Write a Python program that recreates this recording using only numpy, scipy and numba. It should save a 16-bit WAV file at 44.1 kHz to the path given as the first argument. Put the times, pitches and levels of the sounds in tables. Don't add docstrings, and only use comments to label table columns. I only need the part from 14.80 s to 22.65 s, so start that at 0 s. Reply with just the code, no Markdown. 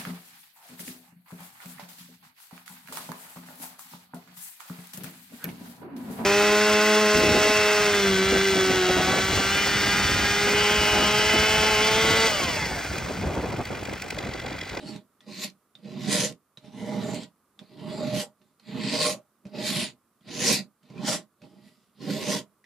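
import sys
import numpy as np
from scipy import signal
from scipy.fft import rfft, irfft
from scipy.io import wavfile
from scipy.ndimage import uniform_filter1d
from numba import njit

SR = 44100
rng = np.random.default_rng(int(sys.argv[2]) if len(sys.argv) > 2 else 0)


def transcribe(signal):
    frames = np.atleast_2d(signal).T
    limited = np.clip(frames, -1, 1)
    pcm = np.round(limited * 32767).astype(np.int16)
    wavfile.write(sys.argv[1], SR, pcm)


N = 346185
TIME = np.arange(N) / SR
SIDES = np.array([[1], [-1]])


def undb(db):
    return 10 ** (np.asarray(db) / 20)


def unit(x):
    return x / np.sqrt(np.mean(x ** 2))


def pan(x, left_db):
    return x * undb(left_db * SIDES / 2)


def walk(rate):
    hold = int(SR / rate)
    steps = np.repeat(rng.standard_normal(N // hold + 1), hold)
    smooth = uniform_filter1d(uniform_filter1d(steps, hold), hold)
    return 1.55 * smooth[:N]


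@njit
def svf(x, hz, width):
    y, band, low = np.empty(len(x)), 0., 0.
    for i in range(len(x)):
        g, damping = np.tan(np.pi * hz[i] / SR), width / hz[i]
        v = (band + g * (x[i] - low)) / (1 + g * (g + damping))
        band, low = 2 * v - band, low + 2 * g * v
        y[i] = damping * v
    return y


def ring(force, modes, drift, patchy_db, rate, spread_db=0):
    out = 0
    for k, (hz, width, db) in enumerate(modes):
        centre = hz * (1 + drift * walk(rate))
        gain = undb(db + patchy_db * walk(rate) + spread_db * abs(np.log2(hz / 4500)))
        mode = np.array([svf(f, centre, float(width)) for f in force])
        out = out + (-1) ** k * gain * mode
    return out


def jolts(rate, spread_db, power_fall_s):
    uneven_db = spread_db * np.minimum(rng.exponential(size=N), np.e)
    caught = (rng.random(N) < rate / SR) * undb(uneven_db)
    power = signal.lfilter([1], [1, -np.exp(-1 / (power_fall_s * SR))], caught ** 2)
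    return np.sqrt(power + 1e-9)


def two_ports(strength, alike):
    mid, side = rng.standard_normal((2, N))
    return unit(strength * (np.sqrt(1 + alike) * mid + np.sqrt(1 - alike) * side * SIDES))


def crack(hz, wide, fall_s, tail, tail_s):
    t = np.arange(SR // 16) / SR
    grit = rng.standard_normal((3, len(t)))
    edges_hz = [hz / wide, min(hz * wide, .45 * SR)]
    band = signal.butter(2, edges_hz, "band", fs=SR, output="sos")
    fade = np.exp(-t / fall_s) + tail * np.exp(-t / tail_s)
    burst = signal.sosfilt(band, grit[0] + .5 * grit[1:]) * fade
    burst *= np.minimum(t / 0.00087, 1)
    return burst / np.max(np.abs(burst))


def room():
    # pitch_hz, density_db (relative dB per Hz)
    colour = np.array([(15, -24.5), (90, -10), (220, -3.5), (600, -13.5), (900, -15), (1200, -7.5),
                       (1700, -19.5), (2700, -26), (4000, -27.5), (6500, -28.5), (10500, -23.5),
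                       (15500, -29)])
    hz = np.maximum(np.arange(N // 2 + 1) * SR / N, 1)
    shape = undb(np.interp(np.log(hz), np.log(colour[:, 0]), colour[:, 1]))
    apart = np.clip(0.13 + hz / 8000, 0, 1)
    mid, side = irfft(rfft(rng.standard_normal((2, N))) * [shape, shape * apart], N)
    level_db = -69.5 + walk(2.1)
    return pan(unit(mid + side * SIDES), -2.9) * undb(level_db)


def walls(x, t60_s, db):
    t = np.arange(SR // 3) / SR
    shared, apart = rng.standard_normal((2, len(t)))
    treble = signal.butter(1, 2500, "high", fs=SR, output="sos")
    apart = signal.sosfilt(treble, apart)
    fade = 1000. ** (-t / t60_s) * np.minimum(t / .003, 1)
    tail = (shared + 1.5 * apart * SIDES) * fade
    size = np.sqrt(np.sum(shared ** 2 * 1.6e6 ** (-t / t60_s)))
    return undb(db) * signal.fftconvolve(x, tail / size, axes=1)[:, :N]


def ticks():
    # start_s, tick_db (relative), tip_ring_hz, thump_db (push relative to the tick),
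    # ring_share (0-1, the rest is click)
    landings = [(0.4056, -45, 3470, -14, 0.4), (0.9525, -39, 3650, -8, 0.57),
                (1.7726, -35.5, 3850, -0.5, 0.46), (2.7911, -34.5, 3520, -14.5, 0.37),
                (3.616, -55.5, 2800, -8.5, 0.16), (3.7974, -47.5, 4280, -16, 0.35),
                (4.653, -43.5, 2480, 18.5, 0.2), (4.666, -47, 4240, 3, 0.1), (5.409, -58.5, 3340, 13, 0.37),
                (6.03, -56, 3000, 0, 0.1), (6.1001, -47.5, 2160, 16, 0.2), (6.6177, -47, 2570, 7, 0.24),
                (6.6382, -50.5, 2620, -3, 0.5), (7.8412, -47.5, 1934, -18, 0.46)]
    # start_s, peak_db (before panning), centre_hz
    snags = [(0.161, -36, 3000), (0.699, -40.5, 3560), (1.326, -14, 4300), (1.4036, -19, 3800),
             (1.496, -34, 4470), (1.523, -37, 4410), (2.344, -29, 4670), (2.433, -33.5, 3660),
             (5.699, -16, 4530), (5.7257, -14.5, 7610)]
    tip, push, t = np.zeros((2, N + SR)), np.zeros(N + SR), np.arange(SR // 16) / SR
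    for s, db, hz, thump_db, share in landings:
        i = int(s * SR)
        fade = (t / 0.00067) * (np.exp(-t / 0.00083) + 0.018 * np.exp(-t / 0.006))
        tone = np.sin(2 * np.pi * hz * t) * fade
        click = crack(1670, 2.96, 0.0038, 0.31, 0.024)
        tip[:, i:i + len(t)] += undb(db) * (3.85 * share * tone + (1 - share) * click)
        push[i:i + len(t)] += undb(db + thump_db) * (t / 0.0012) * np.exp(-t / 0.0011)
    for s, db, hz in snags:
        i = int(s * SR)
        tip[:, i:i + len(t)] += undb(db) * crack(hz, 1.9, .002, .1, .008)
    return tip[:, :N], push[:N]


def canvas(drum_db, upper_db, push):
    # pitch_hz, width_hz, level_db (relative)
    low_modes = [(82.6, 59, -25), (135, 30, -8), (203.9, 15.8, 2.5), (238.5, 33.2, -4.5), (278.5, 35, -9),
                 (350.8, 37, -13.5), (374, 18, -10), (427, 70, -18)]
    high_modes = [(479.8, 24, -3.5), (607.2, 18.2, 2.5), (737, 59, -15.5), (799, 32, -9), (978, 84, -14.5),
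                  (1077, 42, -12.5), (1390, 280, -26)]
    force = two_ports(jolts(500, 2.5, 0.0036), 0.89)
    low = unit(ring(force, low_modes, .008, 1.68, 9)) * undb(drum_db)
    high = unit(ring(force, high_modes, 0.0026, 2.9, 9)) * undb(upper_db)
    thump = undb(16.5) * ring([push], low_modes + high_modes, 0.0051, 2.5, 3.07)
    return pan(low, -4.5) + pan(high, -3.0) + pan(thump, -2.5)


def singing(force, sharpness):
    # start_s, end_s, start_hz, end_hz, level_db (relative to the blade's broad modes)
    notes = [(0.023, 0.152, 4420, 4340, 1), (0.46, 0.61, 4200, 4600, -0.5), (1.045, 1.158, 3770, 4200, 1.5),
             (1.192, 1.277, 6800, 7050, -13), (1.953, 2.23, 2040, 2020, 1), (1.98, 2.19, 7100, 7160, -12.5),
             (2.03, 2.19, 3420, 3500, -13), (2.22, 2.367, 7100, 7250, -1.5), (3.066, 3.18, 3300, 3440, -5),
             (3.07, 3.296, 7800, 7130, -7.5), (4.137, 4.24, 4780, 4400, -3.5),
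             (5.657, 5.696, 5200, 5430, 0), (6.12, 6.23, 2180, 2600, 0), (7.165, 7.277, 4500, 4240, 0)]
    out = np.zeros((2, N))
    for start, end, start_hz, end_hz, db in notes:
        i, j = int(start * SR), int(end * SR)
        glide = np.linspace(start_hz, end_hz, j - i)
        tone = np.array([svf(f, glide, end_hz / sharpness) for f in force[:, i:j].copy()])
        out[:, i:j] += undb(db) * unit(tone) * np.sqrt(np.hanning(j - i))
    return out


def blade(rasp_db, sizzle_db):
    body_modes = [(1995, 790, -8.5), (2576, 470, -2.5), (3080, 640, -3), (4140, 1160, -3.5),
                  (4773, 660, -4)]
    edge_modes = [(5240, 1200, -2), (6260, 780, 0), (6790, 1100, 1.5), (9100, 2600, -3),
                  (11030, 2300, -6.5), (13500, 2200, -19.5)]
    narrow_modes = [(1917, 44, 5), (2160, 110, -7), (2620, 42, 0), (3150, 100, 2), (3510, 160, 1),
                    (4180, 120, -7), (4960, 72, -6)]
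    strength = jolts(3000, 2.4, 0.00094) * undb(walk(40))
    slow = np.clip((rasp_db - sizzle_db) / 20, 0, 1)
    force = two_ports(strength, 0.89)
    streaks = unit(ring(force, narrow_modes, .012, 5, 12))
    body = unit(ring(force, body_modes, .02, 1.3, 10))
    rasp = body + streaks * undb(-11.5 + 4.1 * slow) + singing(force, 22)
    edge_force = two_ports(strength, 0.52)
    sizzle = ring(edge_force, edge_modes, 0.072, 1.2 + 1.5 * slow, 9.3, spread_db=-11 * slow)
    return pan(rasp, -.6) * undb(rasp_db) + pan(sizzle, -0.73) * undb(sizzle_db + 10.5)


def controls():
    # [time_s, pressure_db (drumming level), speed_db (relative sizzle level)]
    strokes = [(0.5, 1, [(.01, -41, -65), (.09, -35.5, -52), (.175, -40.5, -61.5)]),
               (1, 0, [(.43, -62, -83), (.455, -59, -81), (.48, -39.5, -65), (.585, -42.5, -50),
               (.641, -39.5, -37.5), (.68, -44.5, -56.5)]), (0, 3.5, [(.99, -62, -81), (1.03, -56, -76),
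               (1.055, -41, -68.5), (1.157, -40, -66), (1.266, -31.5, -48.5), (1.325, -28, -30),
               (1.447, -33, -35.5), (1.49, -35, -50)]), (-0.5, 6, [(1.846, -47, -66.5), (1.916, -48, -70),
               (2.015, -34, -60), (2.205, -28.5, -57.5), (2.29, -29, -55), (2.356, -30.5, -47.5),
               (2.444, -46, -58)]), (0, -0.5, [(2.824, -46.5, -82), (2.863, -61.5, -80.5),
               (3.003, -37, -65), (3.263, -29.5, -54.5), (3.32, -32.5, -52), (3.35, -27.5, -40.5),
               (3.382, -31.5, -38), (3.425, -40.5, -40.5)]), (-7, 3, [(3.62, -62, -81.5),
               (3.74, -75.5, -89.5)]), (1, 1.5, [(3.83, -66, -82), (3.86, -57, -70), (3.88, -44, -59.5),
               (3.961, -30.5, -59), (4.112, -32, -37.5), (4.271, -30.5, -28.5), (4.329, -37, -41)]),
               (2, -2.5, [(4.679, -41.5, -92), (4.709, -56, -89), (4.758, -33.5, -54.5), (4.869, -32, -36),
               (5.039, -34, -36), (5.078, -42, -45)]), (1, -3, [(5.45, -56, -79), (5.488, -40, -57.5),
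               (5.547, -35, -44.5), (5.677, -29.5, -26), (5.738, -28, -28), (5.797, -36, -45)]),
               (-1.5, 4, [(6.04, -62, -86), (6.085, -61.5, -81.5), (6.11, -49, -76), (6.206, -34.5, -60.5),
               (6.286, -29, -29), (6.356, -36, -36.5), (6.4, -47, -55.5)]), (-6, -9.5, [(6.644, -44, -69.5),
               (6.685, -55, -77), (6.79, -55.5, -79), (6.874, -57, -69), (6.94, -64.5, -75.5),
               (7.1, -74.5, -85)]), (0.5, 2.5, [(7.164, -64, -90), (7.214, -40, -64), (7.303, -30.5, -46.5),
               (7.39, -32, -46.5), (7.46, -31.5, -42), (7.523, -29, -32.5), (7.583, -33, -40)])]
    cloth_rise, cloth_fall, upper_fall = 589, 304, 332
    blade_rise, blade_fall = 400, 555
    level = np.full((4, N), -200.)
    for tilt_db, place_db, course in strokes:
        s, pressure, speed = np.transpose(course)
        early, late = np.maximum(s[0] - TIME, 0), np.maximum(TIME - s[-1], 0)
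        pressure, speed = np.interp(TIME, s, pressure), np.interp(TIME, s, speed)
        cloth = cloth_rise * early + cloth_fall * late
        steel = blade_rise * early + blade_fall * late
        rasp = -5.5 + 0.17 * pressure + 0.66 * speed
        upper = 20 * np.log10(np.hypot(undb(pressure - 9.5), undb(speed + place_db)))
        upper = upper - cloth_rise * early - upper_fall * late
        level = np.maximum(level, [rasp + tilt_db - steel, speed - steel, pressure - cloth, upper])
    return level


def scene():
    rasp_db, sizzle_db, drum_db, upper_db = controls()
    tip, push = ticks()
    near = canvas(drum_db, upper_db, push) + blade(rasp_db, sizzle_db) + pan(tip, -2.2)
    return near + walls(near, 0.088, -8.5) + room()


def record(dry):
    thin = signal.sosfilt(signal.butter(1, 60, "high", fs=SR, output="sos"), dry)
    return signal.sosfilt(signal.ellip(10, .2, 80, 15450, fs=SR, output="sos"), thin)


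dry = scene()
out = record(dry)
transcribe(out)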